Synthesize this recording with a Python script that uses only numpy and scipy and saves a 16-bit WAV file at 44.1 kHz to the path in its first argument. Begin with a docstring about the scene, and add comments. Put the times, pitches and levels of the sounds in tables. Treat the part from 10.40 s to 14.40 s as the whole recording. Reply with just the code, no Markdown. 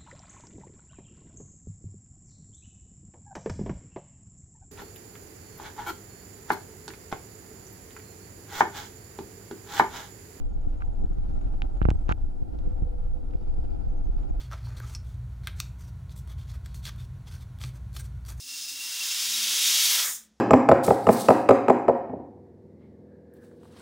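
"""A diesel shunting engine rumbles some way off beside a station platform, its exhaust throbbing as it fires.
It is heard through a hand-held camera in a breeze, with wind buffeting the two microphone openings.
Sharp, dry knocks and clicks ring the case close by, most likely from handling, and faint chirps come
probably from the lens motor. The camera narrows the stereo sound for a moment after a strong buffet."""
import sys
import numpy as np
from scipy import signal
from scipy.fft import rfft, irfft
from scipy.io import wavfile
from scipy.ndimage import uniform_filter1d

SR = 44100
rng = np.random.default_rng(int(sys.argv[2]) if len(sys.argv) > 2 else 0)


def digitize_waveform(pressure):
    """Quantize a signal to 16-bit integers and store it at the path in sys.argv[1].

    Rows of a 2-D input are taken as channels; values are limited to [-1, 1].
    """
    field = np.atleast_2d(pressure).T
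    bounded = np.clip(field, -1, 1)
    quanta = np.round(bounded * 32767).astype(np.int16)
    wavfile.write(sys.argv[1], SR, quanta)


N = 176400
T = np.arange(N) / SR


def from_db(db):
    """Turn decibels into a number to multiply by."""
    return 10 ** (np.asarray(db) / 20)


def rms_one(x):
    """Scale a signal to an average strength (rms) of 1."""
    return x / np.sqrt(np.mean(x ** 2) + 1e-20)


def level(rows):
    """A volume curve through rows of time in seconds and level in dB."""
    return from_db(np.interp(T, *np.transpose(rows)))


def noise(spectrum):
    """Noise of strength 1, shaped by rows of frequency in Hz and relative level in dB."""
    hz, db = np.transpose(spectrum)
    f = np.maximum(np.arange(N // 2 + 1) * SR / N, 1)
    fade_outside = np.minimum(f / hz[0], 1) ** 2 * np.minimum(hz[-1] / f, 1) ** 2
    shape = from_db(np.interp(np.log(f), np.log(hz), db))
    return rms_one(irfft(rfft(rng.standard_normal(N)) * fade_outside * shape, N))


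def drift(hz):
    """A random wander of strength 1, mostly slower than hz."""
    f = np.arange(N // 2 + 1) * SR / N
    return rms_one(irfft(rfft(rng.standard_normal(N)) / (1 + (f / hz) ** 2), N))


def filtered(x, hz, kind, order=2):
    """Keep only the lows, or one band, of a sound."""
    return signal.sosfilt(signal.butter(order, hz, kind, fs=SR, output="sos"), x + 1e-18)


def impulses(times, sizes):
    """One-sample kicks at the given times."""
    return np.bincount(np.clip(np.asarray(times) * SR, 0, N - 1).astype(int), sizes, N)


def random_kicks(per_second):
    """One-sample kicks at random moments."""
    return rng.random(N) < per_second / SR


def ring(kicks, hz, ring_s):
    """Each kick starts a tone that fades by 60 dB over its ring time, ring_s."""
    decay, angle = from_db(-60 / (ring_s * SR)), 2 * np.pi * hz / SR
    feedback = [1, -2 * decay * np.cos(angle), decay * decay]
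    return signal.lfilter([0, decay * np.sin(angle)], feedback, kicks + 1e-18)


def surge(at, rise_s, fall_s):
    """A curve that builds ever faster, then collapses at the given time."""
    return np.exp(-np.logaddexp((at - T) / rise_s, (T - at) / fall_s))


def delayed(x, seconds):
    """The same signal, a little later."""
    return np.interp(T - seconds, T, x)


def stereo(mid, side):
    """Left and right from a part they share (mid) and a part that is opposite in them (side)."""
    return np.array([mid + side, mid - side])


def opposed(x, left_db=-2, right_lag_s=0.0001):
    """A sound in the case reaches the left microphone flipped and softer, the right one just later."""
    return np.array([-from_db(left_db) * x, delayed(x, right_lag_s)])


def rumble_and_air():
    """Deep rumble of engine and breeze with a faint hiss of air, the same on both sides."""
    # Each row: time in seconds, level in dB.
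    rumble_level = [(0, -30), (.5, -28), (.65, -25), (.9, -29), (1.1, -26), (1.35, -29), (1.7, -27),
                    (2.03, -34), (2.27, -25), (2.55, -28), (3.0, -30), (3.2, -26), (3.4, -29), (3.75, -27),
                    (4, -29)]
    hiss_level = [(0, -76), (1.04, -74), (1.9, -75.5), (4, -76)]
    # Each row: frequency in Hz, relative level in dB.
    rumble_spectrum = [(12, -18), (18, 6.5), (25, -2), (34, -2.5), (45, -9.5), (60, -10.5), (100, -27),
                       (160, -53.5), (400, -56)]
    hiss_spectrum = [(900, 10.5), (2000, 1), (4600, 2.5), (5800, -1), (9000, -0.5), (15500, -7)]
    return level(rumble_level) * noise(rumble_spectrum) + level(hiss_level) * noise(hiss_spectrum)


def lens_motor(every_s=0.08, length_s=0.03, edge_s=0.001, fade_s=0.02):
    """Evenly spaced steps, probably of the lens motor: each is a thin, ragged tone that fades."""
    # Runs of chirps. 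Each row: start in seconds, end in seconds, pitch in Hz.
    runs = [(0.05, 0.08, 7600), (0.09, 0.12, 6800), (0.13, 0.64, 6800), (0.65, 0.76, 6800),
            (0.89, 0.92, 6400), (0.93, 1.04, 6800), (0.97, 1.0, 5600), (1.33, 1.36, 7600),
            (1.37, 1.4, 6800), (1.53, 1.64, 8000), (1.57, 1.68, 6400), (3.49, 3.76, 6400),
            (3.81, 3.92, 6800)]
    out, wobble = np.zeros(N), 0.9 * drift(hz=150)
    for start, end, hz in runs:
        for at in np.arange(start, end, every_s):
            span = (T >= at) & (T < at + length_s)
            t = T[span] - at
            edges = np.minimum(np.minimum(t, length_s - t) / edge_s, 1)
            out[span] += edges * np.exp(-t / fade_s) * np.sin(2 * np.pi * hz * t + wobble[span])
    return from_db(-72.5 + 2.5 * drift(hz=70)) * out


def rattle(spread_db=4):
    """Light, uneven ticks ring a few high tones as the grip shifts."""
    # Strength of the ticks. 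Each row: time in seconds, level in dB.
    tick_level = [(2.8, -90), (2.95, -64), (3.25, -62.5), (3.55, -70)]
    # Each row: pitch in Hz, relative level in dB, ring time in seconds.
    tones = [(2427, -2.1, 0.0092), (3400, -2.7, 0.0036), (4670, -4.3, 0.0075)]
    ticks = level(tick_level) * random_kicks(per_second=130) * rng.choice([-1, 1], N)
    out = np.zeros(N)
    for hz, db, ring_s in tones:
        uneven_db = spread_db * np.clip(rng.standard_normal(N), -2, 2)
        out += ring(ticks * from_db(db + uneven_db), hz, ring_s)
    return opposed(out)


def plastic_case(force, tuning, crack_db=-7.5):
    """A touch on the case is heard directly as a crack and also sets the plastic ringing."""
    # Each row: pitch in Hz before tuning, relative level in dB, ring time in seconds.
    tones = [(775, -9, 0.019), (1380, 3.5, 0.0039), (1714, -8, 0.0071), (2166, -14.5, 0.0012),
             (2900, -6, 0.003), (3800, -14, 0.0034), (7340, -30.5, 0.018)]
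    ringing = sum((-1) ** k * from_db(db) * ring(force, hz * tuning, ring_s)
                  for k, (hz, db, ring_s) in enumerate(tones))
    return from_db(crack_db) * force + ringing


def rubs_and_creaks(spread_db=4):
    """Tiny kicks ring the case: dense bursts make rubs, lone ones make faint creaks of the grip."""
    # Each row: start in seconds, length in seconds, strength of the kicks in dB.
    rubs = [(0.325, 0.025, -59), (0.402, 0.028, -48.5), (1.045, 0.028, -56), (1.418, 0.012, -42),
            (1.49, .022, -40), (1.694, 0.03, -29.5)]
    rubbing = sum(from_db(db) * ((T > start) & (T < start + length)) for start, length, db in rubs)
    grains = rubbing * random_kicks(per_second=3500) + from_db(-56) * random_kicks(per_second=7.3)
    grains *= rng.choice([-1, 1], N)
    grains *= from_db(spread_db * np.clip(rng.standard_normal(N), -2, 1.5))
    return opposed(plastic_case(filtered(grains, hz=1700, kind="low", order=1), tuning=0.96))


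def clicks(band_ratio=1.43, detune=0.05):
    """Single taps ring the plastic, which the shifting grip tunes a little differently each time."""
    # Each row: time in seconds, strength in dB, centre of the tap's frequency band in Hz.
    taps = [(0.4211, -23.5, 1700), (1.013, -37.5, 2560), (1.2196, -11.5, 2900), (1.4156, -17.5, 1630),
            (1.4278, -26, 2800), (1.4522, -15, 1630), (1.4867, -18, 1480), (1.5039, -13.5, 2900),
            (1.504, -13.5, 8000), (1.5122, -31, 3020), (1.684, -28.5, 2330), (1.6927, -12, 1570),
            (1.6923, -16.5, 4650), (1.71, -14, 1350), (1.7233, -9.5, 2210), (1.7214, -17.5, 7800),
            (2.189, -31, 4440), (2.909, -40, 3960), (2.936, -37, 2100), (3.251, -40, 2350),
            (3.832, -39, 3400)]
    # The dull body of a click. Each row: pitch in Hz, relative level in dB, ring time in seconds.
    body_tones = [(334, -21.5, 0.059), (797, -14, 0.03)]
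    tunings = 1 + detune * rng.uniform(-1.6, 1, len(taps))
    snaps = np.zeros(N)
    for (at, db, hz), tuning in zip(taps, tunings):
        force = filtered(impulses([at], [from_db(db)]), [hz / band_ratio, hz * band_ratio], "band")
        snaps += plastic_case(force, tuning)
    times, tap_db, _ = np.transpose(taps)
    kicks = impulses(times, from_db(tap_db))
    body = sum(from_db(db) * ring(kicks, hz, ring_s) for hz, db, ring_s in body_tones)
    return opposed(snaps + body)


def knocks(contact_s=0.00033, left_db=-7):
    """A brief push, opposite at the two microphones, then a low thump of the whole case."""
    # Each row: time in seconds, strength of the push in dB, strength of the thump in dB.
    hits = [(1.4170, -8, -18.5), (1.4544, -5, -19), (1.4877, -1.5, -17.5), (1.5139, -10.5, -21.5),
            (1.6924, -9, -25.5), (1.7142, -11, -23.5), (2.422, -68, -22.5)]
    # Each row: pitch in Hz, relative level in dB, ring time in seconds.
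    thump_tones = [(54.4, 3, 0.18), (80.1, -6.5, 0.29), (106.3, -0.5, 0.056), (161.6, -11.5, 0.13),
                   (298.4, -19.5, 0.12)]
    push = sum(from_db(db) / (1 + ((T - at) / contact_s) ** 2 / 2) ** 2 for at, db, _ in hits)
    times, _, thump_db = np.transpose(hits)
    kicks = filtered(impulses(times, from_db(thump_db)), hz=477, kind="low")
    thump = sum(from_db(db) * ring(kicks, hz, ring_s) for hz, db, ring_s in thump_tones)
    return np.array([-from_db(left_db) * push, push]) - thump


def wind(rise_s=0.0017, fall_s=0.0018, swirl_rise_s=0.015):
    """Small eddies, and buffets that swirl up and collapse, push the microphones opposite ways."""
    # Each row: time in seconds, strength of the buffet in dB.
    buffets = [(0.164, -23), (0.275, -11.5), (0.627, -17), (0.65, -6.5), (0.712, -15.5), (0.786, -16),
               (0.946, -18), (0.98, -18), (1.054, -17.5), (1.56, -13.5), (1.841, -18.5), (2.028, -14),
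               (2.277, -12), (2.312, -17), (2.435, -14.5), (2.685, -21), (2.957, -6), (3.194, -13),
               (3.472, -18.5), (3.702, -12), (3.77, -15.5), (3.912, -15.5)]
    # Each row: frequency in Hz, relative level in dB.
    eddy_spectrum = [(12, -9.5), (25, 23), (80, 5), (140, 4), (200, -30), (320, -34.5), (450, -33),
                     (900, -36), (2000, -39)]
    swirl_spectrum = [(90, 7.5), (200, 6), (330, 7), (480, -5), (900, -20.5), (1800, -39)]
    eddies = noise(eddy_spectrum) * from_db(3 * np.minimum(drift(hz=21.7), 1.5))
    push = from_db(-32.5) * rms_one(eddies)
    swirl = from_db(-19) * noise(swirl_spectrum)
    for (at, db), sign in zip(buffets, rng.choice([-1, 1], len(buffets))):
        pop = 2 * sign * surge(at, rise_s, fall_s)
        push += from_db(db) * (pop + swirl * surge(at, swirl_rise_s, fall_s))
    return stereo(0, push)


def moving_air(x, splits_hz=(220, 420, 650, 1000), swell_db=1.3):
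    """Each frequency band of a distant sound swells and fades on its own in the moving air."""
    band = np.digitize(np.arange(N // 2 + 1) * SR / N, splits_hz)
    spectrum = rfft(x)
    return sum(irfft(spectrum * (band == k), N) * from_db(swell_db * drift(hz=5))
               for k in np.unique(band))


def diesel_engine(firing_hz=17, throb_depth=0.23, flutter_db=1.2):
    """The exhaust roar throbs with each firing and flutters in the breeze; two whines swell midway."""
    # The roar's shared and opposite parts. Each row: frequency in Hz, relative level in dB.
    mid_spectrum = [(45, 14), (80, 12), (150, 2), (230, -0.5), (300, 0.5), (420, -9.5), (500, -10.5),
                    (580, -14.5), (780, -9.5), (900, -16), (1080, -27.5), (1370, -20), (1650, -32),
                    (2500, -37), (5000, -43)]
    side_spectrum = [(80, -24.5), (180, -3.5), (300, 0.5), (420, -11.5), (500, -12), (580, -15),
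                     (780, -5.5), (880, -14.5), (1070, -30), (1360, -29), (1600, -42), (3000, -46),
                     (6500, -55.5), (15000, -73)]
    # How the roar and whines rise and fall. Each row: time in seconds, relative level in dB.
    mid_level = [(0, 0), (1.0, 3.5), (1.3, 4), (1.95, 0), (2.1, 1), (2.25, 3.5), (2.45, 0), (2.8, 1),
                 (3.3, 2), (4, 4.5)]
    side_level = [(0, -2), (.55, -3), (.8, 2), (1.25, 0.5), (1.4, -2), (1.95, -3.5), (2.3, 1), (2.8, -5),
                  (3.3, 1), (4, 0.5)]
    whine_level = [(0, -68.5), (2.0, -71), (2.25, -53.5), (2.55, -57), (3.0, -60.5), (4, -66.5)]
    # Each whine is a narrow band of noise. Each row: pitch in Hz, width in Hz, relative level in dB.
    whines = [(493, 22, 1.5), (1366, 14, -24.5)]
    throb = 1 + throb_depth * np.sin(2 * np.pi * firing_hz * T + drift(hz=0.91))
    flutter = from_db(flutter_db * drift(hz=18))
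    mid = from_db(-45.5) * level(mid_level) * noise(mid_spectrum)
    side = from_db(-43.5) * level(side_level) * noise(side_spectrum)
    out = throb * flutter * stereo(mid, side)
    for hz, width, db in whines:
        phase = 2 * np.pi * hz * T
        whine = [rms_one(drift(width) * np.cos(phase) + drift(width) * np.sin(phase)) for _ in range(2)]
        out += from_db(db) * level(whine_level) * stereo(*whine)
    return out


def scene():
    """The distant engine and the breeze, plus the camera's own close noises."""
    outdoors = moving_air(diesel_engine()) + rumble_and_air() + wind()
    return outdoors + knocks() + rubs_and_creaks() + clicks() + rattle() + lens_motor()


def record(dry):
    """A strong bass difference between left and right briefly narrows the stereo; top treble is cut."""
    threshold_db, ramp_db, max_cut_db = -19.5, 9, 20
    react_s, recover_db_per_s = 0.0014, 404
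    mid, side = (dry[0] + dry[1]) / 2, (dry[0] - dry[1]) / 2
    bass_db = 20 * np.log10(np.abs(filtered(side, hz=151, kind="low", order=1)) + 1e-9)
    wanted_cut_db = max_cut_db * np.clip((bass_db - threshold_db) / ramp_db, 0, 1)
    # The cut jumps up at once, then eases off at a steady rate.
    recovery_db = recover_db_per_s * T
    cut_db = np.maximum.accumulate(wanted_cut_db + recovery_db) - recovery_db
    side_gain = uniform_filter1d(from_db(-delayed(cut_db, react_s)), size=100)
    treble_cut = signal.ellip(10, 0.1, 80, 15700, fs=SR, output="sos")  # steep, above 15700 Hz
    return signal.sosfilt(treble_cut, stereo(mid, side * side_gain))


dry = scene()
out = record(dry)
digitize_waveform(out)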